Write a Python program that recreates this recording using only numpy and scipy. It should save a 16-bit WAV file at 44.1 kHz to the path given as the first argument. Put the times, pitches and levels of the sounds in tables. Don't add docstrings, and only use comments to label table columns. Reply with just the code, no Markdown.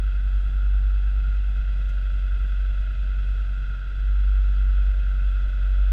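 import sys
import numpy as np
from scipy import signal
from scipy.fft import rfft, irfft, next_fast_len
from scipy.io import wavfile
from scipy.ndimage import uniform_filter1d, map_coordinates

SR = 44100
rng = np.random.default_rng(int(sys.argv[2]) if len(sys.argv) > 2 else 0)


def master(y):
    cut = np.clip(np.atleast_2d(y).T, -1, 1)
    pcm = np.round(cut * 32767)
    wavfile.write(sys.argv[1], SR, pcm.astype(np.int16))


N = 261072

# frequency in Hz, relative density in dB.
HISS_SPECTRUM = [(2500, -52.5), (4500, -5.5), (6000, -7.5), (7500, -2), (10000, -10), (12000, -14.5),
                 (15000, -15.5), (17000, -57)]
SPRAY_SPECTRUM = [(1500, -40), (3000, 0), (4500, -4), (6200, 0), (8500, -10), (12000, -10), (15000, -18),
                  (17000, -60)]
DROPLET_SPECTRUM = [(3000, -40), (6000, -6), (8000, 0), (11000, 0), (14000, -8), (17000, -60)]
# start in seconds, relative level in dB, seconds to fall 60 dB.
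SPLASHES = [(1.165, -66, .02), (1.34, -72, .15), (1.889, -59, .06), (2.415, -67, .03), (2.8, -70, .15),
            (3.995, -68, .03)]
# time in seconds, level in dB.
SPATTER_LEVEL = [(0, -89.5), (.5, -85.5), (.95, -84), (1.25, -86), (1.4, -83.5), (1.75, -82), (2.1, -87.5),
                 (2.5, -83.5), (3.2, -86), (5.92, -87.5)]

# frequency in Hz, relative density in dB.
ROCKING_SPECTRUM = [(5, -29), (10, -4.5), (25, 0), (44, -4), (56, 3.5), (64, -14), (80, -77)]
# start in seconds, level in dB, pitch in Hz, seconds to fall 60 dB.
HULL_BUMPS = [(2.91, -48, 270, .06), (2.925, -26, 25, .2), (3.335, -23, 14, .3), (3.853, -23, 19, .2),
              (3.975, -19, 24, .2), (4.08, -50, 260, .05), (4.15, -61, 810, .2), (4.13, -62, 670, .2),
              (4.57, -56, 420, .1)]

# time in seconds, firing rate in Hz.
IDLE_FIRING_RATE = [(0, 58.12), (1.6, 58.39), (2.9, 58.34), (3.3, 57.27), (3.8, 58.33), (5.92, 58.23)]
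# time in seconds, level in dB.
IDLE_HUM_LEVEL = [(0, -38.8), (1.6, -38.7), (1.9, -42.6), (2.42, -36.3), (2.75, -44.3), (3.3, -37.6),
                  (3.8, -49.4), (4.25, -37.4), (4.47, -44.0), (4.85, -35.4), (5.3, -41.9), (5.92, -39.7)]
# multiple of the firing rate, level in dB.
IDLE_ORDERS = [(.5, -49), (1.5, -62), (2, -58), (2.25, -61), (2.5, -61), (3, -67), (3.5, -68), (4.5, -74),
               (5, -75)]
# frequency in Hz, relative density in dB.
RUMBLE_SPECTRUM = [(50, -19), (64, 2.5), (100, -2.5), (145, -2.5), (170, -7.5), (182, -10), (260, -17.5),
                   (480, -21.5), (700, -25), (850, -30), (1150, -28.5), (1600, -62.5), (2500, -120)]

# time in seconds, centre in Hz, level in dB.
WHINE_RESONANCE = [(0, 695, -74), (.6, 765, -71), (1.5, 765, -71.5), (1.8, 592, -66), (2.4, 624, -68),
                   (3.5, 660, -69), (3.9, 626, -74), (4.3, 674, -71.5), (5, 607, -66), (5.92, 602, -64.5)]
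# multiple of the wheel's speed, level in dB.
SINGING_ORDERS = [(26, -61), (28, -55)]
# position as a share of the cycle, then relative dB in the muffler, the cover and the fins.
CONTACTS = [(.02, 2, -3, -2), (.13, -12, -8, -3), (.27, -12, -4, -4), (.39, -12, -10, -4), (.5, 0, -9, -2),
            (.62, -12, -2, -2), (.75, -8, 0, -3), (.86, -8, -2, -3), (.95, -2, -7, 0)]
# centre in Hz, width in Hz, relative level in dB.
MUFFLER_MODES = [(373, 330, -3.5), (615, 200, -1.5), (787, 30, -4)]
COVER_MODES = [(990, 25, -26), (1285, 55, -11), (1340, 70, -3), (1404, 30, 1), (1455, 90, -4),
               (1510, 110, -6), (1580, 130, -11), (1670, 120, -14)]
FIN_MODES = [(1960, 45, -2), (2583, 50, -3), (3220, 80, -4), (3400, 50, -3), (3505, 35, -6),
             (4600, 90, -16), (1870, 100, -8), (2060, 250, -5), (2570, 250, -2), (2700, 120, -4),
             (2820, 200, -8), (3050, 200, -10), (3340, 250, -6), (3600, 200, -12), (3800, 300, -13),
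             (4000, 200, -12), (4560, 300, -19), (4800, 220, -18), (5400, 550, -21), (6200, 450, -25),
             (6700, 400, -28)]
# time in seconds, cover level in dB, fin level in dB, extra dB for the cover's hardest blow.
CLATTER_LEVELS = [(0, -48.5, -55.5, -3), (.7, -50.5, -56, -1.5), (1.9, -50, -54.5, 0.5),
                  (2.5, -49.5, -54.5, 2), (3.3, -49.5, -54.5, -0.5), (3.85, -48.5, -55.5, -1.5),
                  (4.2, -50, -54.5, 3), (5.92, -48, -54, 1)]
# time in seconds, shaft speed in Hz.
SHAFT_SPEED = [(0, 48.03), (.3, 47.81), (.8, 48.51), (1.4, 48.95), (1.75, 48.03), (1.95, 47.19),
               (2.75, 47.81), (3.35, 47.97), (3.85, 47.44), (4.15, 48.7), (4.75, 48.11), (5.2, 47.46),
               (5.65, 47.1), (5.92, 48.2)]
# time in seconds, level in dB.
DRONE_HUM_LEVEL = [(0, -20), (.2, -21.8), (.37, -19.2), (.5, -21.8), (.7, -18.8), (1.4, -20.3), (1.95, -22),
                   (2.8, -21.6), (2.94, -25.5), (3.03, -22.6), (3.33, -21.2), (3.8, -27), (3.95, -25.9),
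                   (4.05, -19.9), (4.4, -16.8), (4.53, -19), (4.65, -17.6), (4.9, -18.8), (5.15, -21.4),
                   (5.3, -19.5), (5.52, -22.6), (5.72, -18.7), (5.92, -18.6)]
# multiple of the shaft speed, level in dB.
DRONE_ORDERS = [(.5, -52), (2, -49), (3, -58), (3.5, -62)]


def amp(db):
    return 10 ** (np.asarray(db) / 20)


def unit(x):
    return x / np.sqrt(np.mean(x ** 2) + 1e-20)


def curves(rows):
    times, *columns = np.transpose(rows)
    return [np.interp(np.arange(N) / SR, times, column) for column in columns]


def wobble(rate):
    knots = rng.standard_normal(int(N / SR * 60) + 4)
    return map_coordinates(knots, [np.arange(N) * rate / SR])


def filtered(x, response):
    size = 2 * next_fast_len(N // 2 + SR // 4)
    return irfft(rfft(x, size) * response(np.fft.rfftfreq(size, 1 / SR)), size)[:N]


def rush(spectrum, patchy_db):
    frames = signal.stft(rng.standard_normal(N), nperseg=512)[2]
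    patches = uniform_filter1d(rng.standard_normal(frames.shape), size=5, axis=0)
    patches = uniform_filter1d(patches, size=10, axis=1)
    noise = signal.istft(frames * amp(patchy_db * unit(patches)), nperseg=512)[1][:N]
    knot_hz, db = np.transpose(spectrum)
    return unit(filtered(noise, lambda hz: amp(np.interp(np.log(hz + 1), np.log(knot_hz + 1), db))))


def orders(turns, table, flutter_db, drift):
    out = 0
    for k, db in table:
        gain = np.sqrt(2) * amp(db + flutter_db * wobble(7))
        out += gain * np.sin(2 * np.pi * (k * turns + drift * np.sqrt(k) * wobble(5)))
    return out


def ringing(modes):
    def response(hz):
        power = sum(amp(2 * db) / (1 + (2 * (hz - centre) / width) ** 2) ** 2
                    for centre, width, db in modes)
        cepstrum = irfft(np.log(power + 1e-12) / 2)
        causal_fold = 1 + np.sign(np.fft.fftfreq(len(cepstrum)))
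        return np.exp(rfft(cepstrum * causal_fold)[:len(hz)])
    return response


def water():
    splashes, t = np.zeros(N + SR), np.arange(SR // 2) / SR
    for start, db, t60 in SPLASHES:
        splashes[round(start * SR):][:len(t)] += 2 * amp(db - 60 * t / t60) * (1 - np.exp(-t / .004))
    impacts = (rng.random(N) < 170 / SR) * amp(3.5 * rng.standard_normal(N))
    droplets = unit(signal.fftconvolve(impacts, amp(-60 * t / .008))[:N])
    spatter = amp(curves(SPATTER_LEVEL)[0]) * droplets * rush(DROPLET_SPECTRUM, patchy_db=3.5)
    hiss = amp(-76 + .7 * wobble(9)) * rush(HISS_SPECTRUM, patchy_db=1.5)
    return splashes[:N] * rush(SPRAY_SPECTRUM, patchy_db=1) + spatter + hiss


def hull():
    bumps, t = np.zeros(N + SR), np.arange(SR // 2) / SR
    for start, db, hz, t60 in HULL_BUMPS:
        envelope = amp(db - 60 * t / t60) * (1 - np.exp(-t * hz * 1.5))
        bumps[round(start * SR):][:len(t)] += envelope * np.sin(2 * np.pi * hz * t)
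    rocking = amp(-42.5 + 2 * wobble(2.3)) * rush(ROCKING_SPECTRUM, patchy_db=-.6)
    return bumps[:N] + rocking


def idling_engine():
    (firing_hz,), (hum_db,) = curves(IDLE_FIRING_RATE), curves(IDLE_HUM_LEVEL)
    firings = .379 + np.cumsum(firing_hz) / SR
    hum = np.sqrt(2) * amp(hum_db) * np.cos(2 * np.pi * firings)
    rumble = amp(-49 + .2 * wobble(5.3)) * rush(RUMBLE_SPECTRUM, patchy_db=1.5)
    return hum + orders(firings, IDLE_ORDERS, flutter_db=2.5, drift=.054) + rumble


def wheel_whine(turns, half_width_hz=60):
    centre_hz, level_db = curves(WHINE_RESONANCE)
    wheel_hz = np.gradient(turns) * SR
    out = 0
    for k in range(10, 17):
        detuning = (k * wheel_hz - centre_hz) / half_width_hz
        gain = amp(1.4 * wobble(6)) / (1 + detuning ** 2)
        out += gain * np.sin(2 * np.pi * (k * turns + .05 * wobble(8)))
    return np.sqrt(2) * amp(level_db) * out


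def wheel_singing(turns, centre_s=3.755, half_length_s=.27):
    swell = np.exp(-((np.arange(N) / SR - centre_s) / half_length_s) ** 4)
    return swell * orders(turns, SINGING_ORDERS, flutter_db=3, drift=.02)


def clatter(cycles, muffler_db=-63):
    cover_db, fins_db, slap_db = curves(CLATTER_LEVELS)
    starts = np.arange(int(cycles[-1]) + 1)
    part_blows = np.zeros((3, N))
    for share, *reach_db in CONTACTS:
        lateness, force = rng.standard_normal((2, 160))[:, :len(starts)]
        at = np.searchsorted(cycles, starts + share + .007 * lateness)
        part_blows[:, at[at < N]] += amp(np.add.outer(reach_db, 1.6 * force[at < N]))
    part_blows[1] *= amp(slap_db * (abs(cycles % 1 - .75) < .05))
    t, out = np.arange(SR // 20) / SR, 0
    parts = [(MUFFLER_MODES, muffler_db, .4, .3),
             (COVER_MODES, cover_db, 1.2, .85),
             (FIN_MODES, fins_db, 2.6, .45)]
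    for blows, (modes, db, steady_rattle, clean_knock) in zip(part_blows, parts):
        bursts = signal.fftconvolve(blows, amp(-60 * t / .06))[:N]
        rattle = unit((unit(bursts) + steady_rattle) * rng.standard_normal(N))
        out += amp(db) * unit(filtered(clean_knock * unit(blows) + rattle, ringing(modes)))
    return out


def droning_engine(belt_ratio=1.056):
    (shaft_hz,), (hum_db,) = curves(SHAFT_SPEED), curves(DRONE_HUM_LEVEL)
    turns = .11 + np.cumsum(shaft_hz) / SR
    hum = np.sqrt(2) * amp(hum_db + .5 * wobble(8)) * np.cos(2 * np.pi * turns)
    tones = orders(turns, DRONE_ORDERS, flutter_db=-.5, drift=.013)
    wheel = wheel_whine(belt_ratio * turns) + wheel_singing(belt_ratio * turns)
    return hum + tones + wheel + clatter(turns / 2)


def scene():
    return (droning_engine() + idling_engine() + hull() + water())[None]


def record(dry):
    return filtered(dry[0], lambda hz: hz < 15700)[None]


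dry = scene()
out = record(dry)
master(out)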